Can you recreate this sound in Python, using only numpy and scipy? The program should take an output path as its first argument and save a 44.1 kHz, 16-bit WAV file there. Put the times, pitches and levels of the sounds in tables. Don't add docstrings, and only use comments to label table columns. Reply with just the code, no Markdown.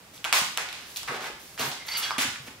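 import sys
import numpy as np
from scipy import signal
from scipy.fft import rfft, irfft, next_fast_len
from scipy.io import wavfile
from scipy.ndimage import uniform_filter1d

SR = 44100
rng = np.random.default_rng(int(sys.argv[2]) if len(sys.argv) > 2 else 0)


def bounce(signal):
    frames = np.transpose(np.atleast_2d(signal))
    limited = np.clip(frames, -1, 1)
    pcm = np.round(limited * 32767).astype(np.int16)
    wavfile.write(sys.argv[1], SR, pcm)


def nominal_scale(level):
    x = np.asarray(level, float) / 20
    return 10 ** x


N = 114660

# (frequency [Hz], density [dB per Hz])
AIR_SPECTRUM = [(24, -14), (40, -3), (120, -3), (229, -6.5), (280, -6), (461, -8.5), (2270, -12),
                (8000, -18.5), (15500, -25)]
# (start [s], length [s], level [dB], low edge [Hz], high edge [Hz])
SCUFFS = [(0.133, 0.034, -50.5, 1500, 9600), (.247, 0.0056, -32, 655, 1970),
          (0.332, 0.045, -32.5, 810, 1790), (1.218, 0.071, -58, 8000, 15600),
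          (1.395, 0.056, -57, 9000, 15600), (1.587, 0.11, -44, 9000, 15600),
          (2.418, 0.06, -56.5, 9000, 15600), (0.413, .05, -48, 9000, 15600),
          (1.076, 0.012, -35.5, 830, 2270), (1.11, .06, -46, 1500, 4400), (1.586, .008, -37, 500, 4040),
          (2.205, 0.033, -33.5, 1500, 7100), (0.327, 0.065, -28, 2030, 9600),
          (0.569, 0.049, -39.5, 417, 3260), (0.677, 0.19, -51.5, 1110, 5200),
          (0.861, 0.16, -49, 1490, 14000), (1.576, 0.018, -40.5, 890, 2980),
          (1.601, 0.048, -48.5, 120, 448), (1.86, 0.06, -45, 6000, 15000), (0.959, 0.016, -35, 2470, 15900),
          (1.096, 0.074, -41.5, 298, 1500), (1.201, 0.071, -40, 435, 3300), (1.388, 0.17, -53, 1810, 13700),
          (1.592, 0.028, -29.5, 457, 6000), (1.63, 0.038, -36.5, 302, 5500),
          (1.969, 0.023, -31.5, 6000, 15520), (2.11, 0.036, -42, 945, 1270),
          (2.183, 0.048, -30.5, 915, 8950), (2.462, 0.019, -46, 397, 6000)]
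# (time [s], peak [dB], pitch [Hz], room send [dB], bright edge [dB])
CRACKS = [(.137, -44, 1800, -55, -6), (0.178, -32, 4130, -36, -2), (0.243, -14, 2460, -14.5, -2),
          (.249, -13, 2250, -27, -4), (0.279, -27, 1250, -43, -10), (.294, -28, 1100, -43, -10),
          (0.3267, 1, 2620, -1, 1.5), (0.574, -5.5, 2190, -10, 2), (.583, -17.5, 1500, -37, -24),
          (.688, -24, 2970, -26, -14), (.728, -19.5, 2870, -20, 1), (.961, -21.5, 3400, -19.5, -13),
          (0.971, -16, 5840, -30, -13), (1.031, -20, 1280, -23, 7), (1.076, -29, 1470, -19, -21),
          (1.146, -22.5, 1830, -30, -27), (1.242, -26, 1480, -30, -16), (1.716, -21, 4200, -18, -2),
          (1.883, -31, 3000, -34, -4), (2.107, -14, 1490, -27.5, -26), (2.116, -19.5, 1160, -34, -20),
          (2.182, -9, 2700, -5.5, -0.5), (2.222, -13, 1830, -20, -10), (2.359, -25.5, 1850, -34, -15.5),
          (2.483, -28.5, 2220, -38, -12.5), (.1666, -38, 12000, -42, -15), (.522, -31, 14000, -38, -20),
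          (.617, -38, 13000, -38, -20), (.991, -32, 14500, -40, -20), (1.0735, -34, 13500, -38, -20),
          (1.231, -38, 12000, -38, -15), (1.544, -37, 14500, -40, -20), (1.93, -28, 10500, -36, -7)]
# (time [s], peak [dB], pitch [Hz])
THUMPS = [(.417, -28.5, 186), (1.093, -33.5, 142), (1.111, -26, 460), (1.119, -24, 430),
          (1.145, -25.5, 440), (1.1, -31, 390), (1.3, -30, 410), (1.208, -33.5, 270), (1.217, -34.5, 250),
          (1.596, -28, 440), (1.6, -35, 133), (1.655, -34, 150), (1.676, -33.5, 138), (1.63, -33, 224),
          (0.52, -38, 410), (.246, -46, 440), (2.183, -21, 250), (2.252, -26, 247), (2.288, -32, 226),
          (2.4, -35.5, 130), (2.277, -36, 105), (2.51, -41, 245), (2.481, -33.5, 250), (2.478, -37.5, 530)]
# (time [s], peak [dB], frequency [Hz], T60 [s])
RINGS = [(.252, -32, 1001, .05), (.253, -29, 1416, .05), (.247, -31, 1965, .05), (.246, -28, 2304, .05),
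         (.338, -24, 1030, .08), (.362, -31, 960, .06), (.33, -27, 2720, .06), (2.185, -27, 3150, .05),
         (1.882, -31, 4505, .1), (1.914, -28, 4500, .12), (1.935, -34, 4510, .12), (1.956, -26, 4498, .13),
         (1.995, -39, 4505, .15), (2.022, -33, 4520, .1), (2.039, -26, 4490, .06), (2.065, -37, 4510, .15),
         (2.11, -42, 4510, .1), (1.884, -35, 2110, .06), (1.94, -38, 2116, .08), (1.96, -38, 2110, .06)]
# (start [s], length [s], level [dB], mode [Hz])
TUBE_SLIPS = [(1.93, 0.024, -37.5, 4860), (1.972, 0.06, -51, 4000), (2.02, 0.0164, -37, 3900),
              (1.885, 0.0265, -41, 2110), (1.8, 0.023, -46, 2280), (1.936, 0.019, -39.5, 2100),
              (1.94, 0.026, -37.5, 2900), (1.975, 0.064, -45, 2960), (1.978, 0.05, -48, 1314),
              (2.026, 0.013, -37.5, 3100), (2.045, 0.036, -41.5, 3350), (2.02, 0.03, -40.5, 3700),
              (2.1, 0.025, -44, 5000), (2.025, .06, -48, 5850), (2.2, 0.01, -33, 7240),
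              (1.98, 0.0053, -37, 10000), (2.054, 0.035, -41, 1590), (2.106, 0.0021, -34, 1590),
              (2.113, 0.0055, -37, 1180), (2.13, 0.046, -52, 1180)]
TUBE_MODES_HZ = np.array([1180, 1314, 1590, 2116, 2886, 3350, 4505, 4790, 5000, 5850, 7240, 9220])
# (time [s], level [dB])
RASP_LEVEL = [
    (1.85, -40),
    (1.868, -46.5),
    (1.888, -27),
    (1.896, -35.5),
    (1.96, -28),
    (2.014, -34.5),
    (2.028, -25.5),
    (2.12, -41),
]
# (frequency [Hz], T60 [s])
ROOM_T60 = [(100, 0.2), (300, 0.42), (800, 0.47), (2000, 0.54), (5000, 0.59), (9000, 0.46), (14000, 0.4)]
# (frequency [Hz], level [dB])
ROOM_COLOUR = [(100, 10.5), (500, 4), (1200, 4.5), (4000, 0), (9000, -3), (14000, -7.5)]
# (frequency [Hz], correlation [0-1])
LIKENESS = [(60, 0.96), (250, 0.94), (500, .76), (1000, 0.55), (2000, 0.1), (5000, 0.03), (9000, 0.0),
            (14000, 0.0)]
# (frequency [Hz], level [dB])
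BALANCE = [(500, 0), (2000, -2), (8000, -.3), (13000, -4.5)]
# (frequency [Hz], phase [rad])
LEFT_LEAD = [(100, 0), (2000, -.5), (4700, -.3), (7000, 2.2), (9000, 2.3), (12500, 1.6), (16000, 1.6)]

AIR_DB = -51
GRAINS_PER_S, GRAIN_SPREAD_DB = 5000, 3
SCUFF_ATTACK_SHARE, SCUFF_RELEASE_S, SCUFF_ROOM_DB = 0.065, 0.01, -2.5
CRACK_DECAY_S, CRACK_RISE_S, CRACK_DELAY_S, CRACK_SNAP = 0.0006, 0.0002, 0.0005, 1.8
CRACK_WIDTH, CRACK_LOW_HZ, CRACK_HIGH_HZ = 0.5, 700, 9500
THUMP_T60_CYCLES, THUMP_ROOM_DB = 7, -13
RING_RISE_S, RING_ROOM_DB, RING_FLUTTER, FLUTTER_HZ = 0.002, -13, 0.3, 120
SLIPS_PER_S, SLIP_SPREAD_DB, SLIP_FADE_S, TUBE_T60_S, TUBE_ROOM_DB = 2500, 3.5, 0.002, 0.04, -7
RASP_DB, RASP_LOW_HZ, RASP_HIGH_HZ = -6, 990, 6000
ROOM_DB, ROOM_BUILD_S = 2.5, 0.0017
EVEN_FINE_HZ, EVEN_BROAD_HZ = 40, 500
PORT_LIMIT, PORT_LOW_HZ, PORT_HIGH_HZ = 1.3, 34, 15760
EVENT_T = np.arange(SR // 4) / SR


def rms_one(x):
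    return x / np.sqrt(np.mean(x ** 2) + 1e-20)


def at_hz(points, hz):
    table_hz, values = np.transpose(points)
    return np.interp(np.log(hz), np.log(table_hz), values)


def band(x, low_hz, high_hz, order=1):
    edges_hz = [low_hz, min(high_hz, 0.45 * SR)]
    return signal.sosfilt(signal.butter(order, edges_hz, "band", fs=SR, output="sos"), x)


def add(out, x, start_s):
    i = int(start_s * SR)
    out[i:i + len(x)] += x[:N - i]


def grains(per_s, spread_db, size):
    chance, height, sign = rng.random((size, 3)).T
    hit = chance < per_s / SR
    return hit * nominal_scale(-spread_db * np.log(np.maximum(height, 0.01))) * np.sign(sign - 0.5)


def diffuse(gain_of_band, size):
    out = 0
    edges_hz = 30 * 2 ** np.arange(0, 9.6, 0.5)
    white = rng.standard_normal((2, 2, size))
    for k, (low_hz, high_hz) in enumerate(zip(edges_hz, edges_hz[1:])):
        mid, side = band(white[k % 2], low_hz, high_hz, order=2)
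        centre_hz = np.sqrt(low_hz * high_hz)
        alike = np.clip(at_hz(LIKENESS, centre_hz), -1, 1)
        stereo = np.sqrt(1 + alike) * mid + np.sqrt(1 - alike) * side * [[1], [-1]]
        out = out + gain_of_band(centre_hz) * stereo
    return out


def air():
    return nominal_scale(AIR_DB) * rms_one(diffuse(lambda hz: nominal_scale(at_hz(AIR_SPECTRUM, hz)), size=N))


def scuffs():
    out, t = np.zeros(N), EVENT_T
    for start_s, length_s, db, low_hz, high_hz in SCUFFS:
        grit = band(grains(GRAINS_PER_S, GRAIN_SPREAD_DB, size=len(t)), low_hz, high_hz)
        grit = rms_one(band(grit, low_hz, 0.45 * SR))
        attack = np.minimum(t / (SCUFF_ATTACK_SHARE * length_s), 1)
        release = np.exp(-np.maximum(t - length_s, 0) / SCUFF_RELEASE_S)
        add(out, nominal_scale(db) * attack * release * grit, start_s)
    return out


def cracks():
    direct, to_room, t = np.zeros(N), np.zeros(N), np.arange(600) / SR
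    click = t == 0
    for start_s, db, hz, room_db, edge_db in CRACKS:
        noise = rng.standard_normal(len(t))
        burst = noise * (1 - np.exp(-t / CRACK_RISE_S)) * np.exp(-t / CRACK_DECAY_S) + CRACK_SNAP * click
        pair = np.array([burst, click])
        pair /= np.linalg.norm(pair, axis=1, keepdims=True)
        edge = band(pair, CRACK_LOW_HZ, CRACK_HIGH_HZ, order=2)
        body = band(pair, hz / (1 + CRACK_WIDTH), hz * (1 + CRACK_WIDTH), order=2)
        x = body + nominal_scale(edge_db) * edge
        x = x / np.abs(x[0]).max()
        add(direct, nominal_scale(db) * x[0], start_s + CRACK_DELAY_S)
        add(to_room, nominal_scale(room_db) * x[1], start_s + CRACK_DELAY_S)
    return direct, to_room


def thumps():
    out, t = np.zeros(N), EVENT_T
    for start_s, db, hz in THUMPS:
        decay = nominal_scale(-60 * t * hz / THUMP_T60_CYCLES)
        rise = np.minimum(t * hz * 2, 1)
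        add(out, nominal_scale(db) * np.sin(2 * np.pi * hz * t) * decay * rise, start_s)
    return out


def rings():
    out, t = np.zeros(N), EVENT_T
    for start_s, db, hz, t60_s in RINGS:
        rise = 1 - np.exp(-t / RING_RISE_S)
        add(out, nominal_scale(db - 60 * t / t60_s) * np.sin(2 * np.pi * hz * t) * rise, start_s)
    flutter = rms_one(band(rng.standard_normal(N), FLUTTER_HZ / 4, FLUTTER_HZ))
    return out * (1 + RING_FLUTTER * flutter)


def tube_mode(clicks, hz, t60_s):
    r, w = nominal_scale(-60 / (t60_s * SR)), 2 * np.pi * hz / SR
    return signal.lfilter([0, np.sin(w)], [1, -2 * r * np.cos(w), r * r], clicks + 1e-18)


def tube():
    out, t, modes_hz = np.zeros(N), EVENT_T, np.array(TUBE_MODES_HZ)
    for start_s, length_s, db, hz in TUBE_SLIPS:
        fade = np.exp(-np.maximum(t - length_s, 0) / SLIP_FADE_S)
        slips = grains(SLIPS_PER_S, SLIP_SPREAD_DB, size=len(t)) * fade
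        nearest_hz = modes_hz[np.abs(modes_hz - hz).argmin()]
        x = tube_mode(slips, nearest_hz, TUBE_T60_S)
        add(out, nominal_scale(db) * x / np.std(x[t < length_s + SLIP_FADE_S]), start_s)
    time_s, db = np.transpose(RASP_LEVEL)
    level_db = np.interp(np.arange(N) / SR, time_s, db, left=-120, right=-120)
    grit = grains(GRAINS_PER_S, GRAIN_SPREAD_DB, size=N)
    rasp = rms_one(band(grit, RASP_LOW_HZ, RASP_HIGH_HZ, order=2))
    return out + nominal_scale(RASP_DB + level_db) * rasp


def workshop(x):
    t, lead = np.arange(SR) / SR, SR // 8
    build = 1 - np.exp(-t / ROOM_BUILD_S)
    tail = build * diffuse(lambda hz: nominal_scale(at_hz(ROOM_COLOUR, hz) - 60 * t / at_hz(ROOM_T60, hz)), size=SR)
    lines = rfft(np.roll(tail, lead, axis=1))
    power = np.sum(np.abs(lines) ** 2, axis=0) + 1e-12
    even = np.sqrt(uniform_filter1d(power, EVEN_BROAD_HZ) / uniform_filter1d(power, EVEN_FINE_HZ))
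    lines = lines * np.where(np.arange(len(power)) > EVEN_BROAD_HZ, even, 1)
    tail = irfft(lines, SR)[:, lead:] * build[:SR - lead]
    tail = tail / np.sqrt(np.sum(tail ** 2) / 2)
    return nominal_scale(ROOM_DB) * signal.fftconvolve(x[None], tail, axes=1)[:, :N]


def scene():
    hiss, scuff, (crack, to_room) = air(), scuffs(), cracks()
    thump, tone, slide = thumps(), rings(), tube()
    to_room = to_room + nominal_scale(SCUFF_ROOM_DB) * scuff + nominal_scale(THUMP_ROOM_DB) * thump
    to_room = to_room + nominal_scale(RING_ROOM_DB) * tone + nominal_scale(TUBE_ROOM_DB) * slide
    return crack + scuff + thump + slide + tone + workshop(to_room) + hiss


def low_pass(x):
    return signal.sosfilt(signal.butter(12, 16970, fs=SR, output="sos"), x)


def record(dry):
    size = next_fast_len(N)
    hz = np.maximum(np.arange(size // 2 + 1) * SR / size, 1)
    left = nominal_scale(at_hz(BALANCE, hz) / 2) * np.exp(0.5j * at_hz(LEFT_LEAD, hz))
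    limits = 1 + (hz / PORT_HIGH_HZ) ** 300 + (PORT_LOW_HZ / hz) ** 2
    spectrum = rfft(PORT_LIMIT * np.tanh(dry / PORT_LIMIT), size)
    mix = irfft(spectrum * [left, 1 / left] / limits, size)[:, :N]
    return low_pass(mix)


dry = scene()
out = record(dry)
bounce(out)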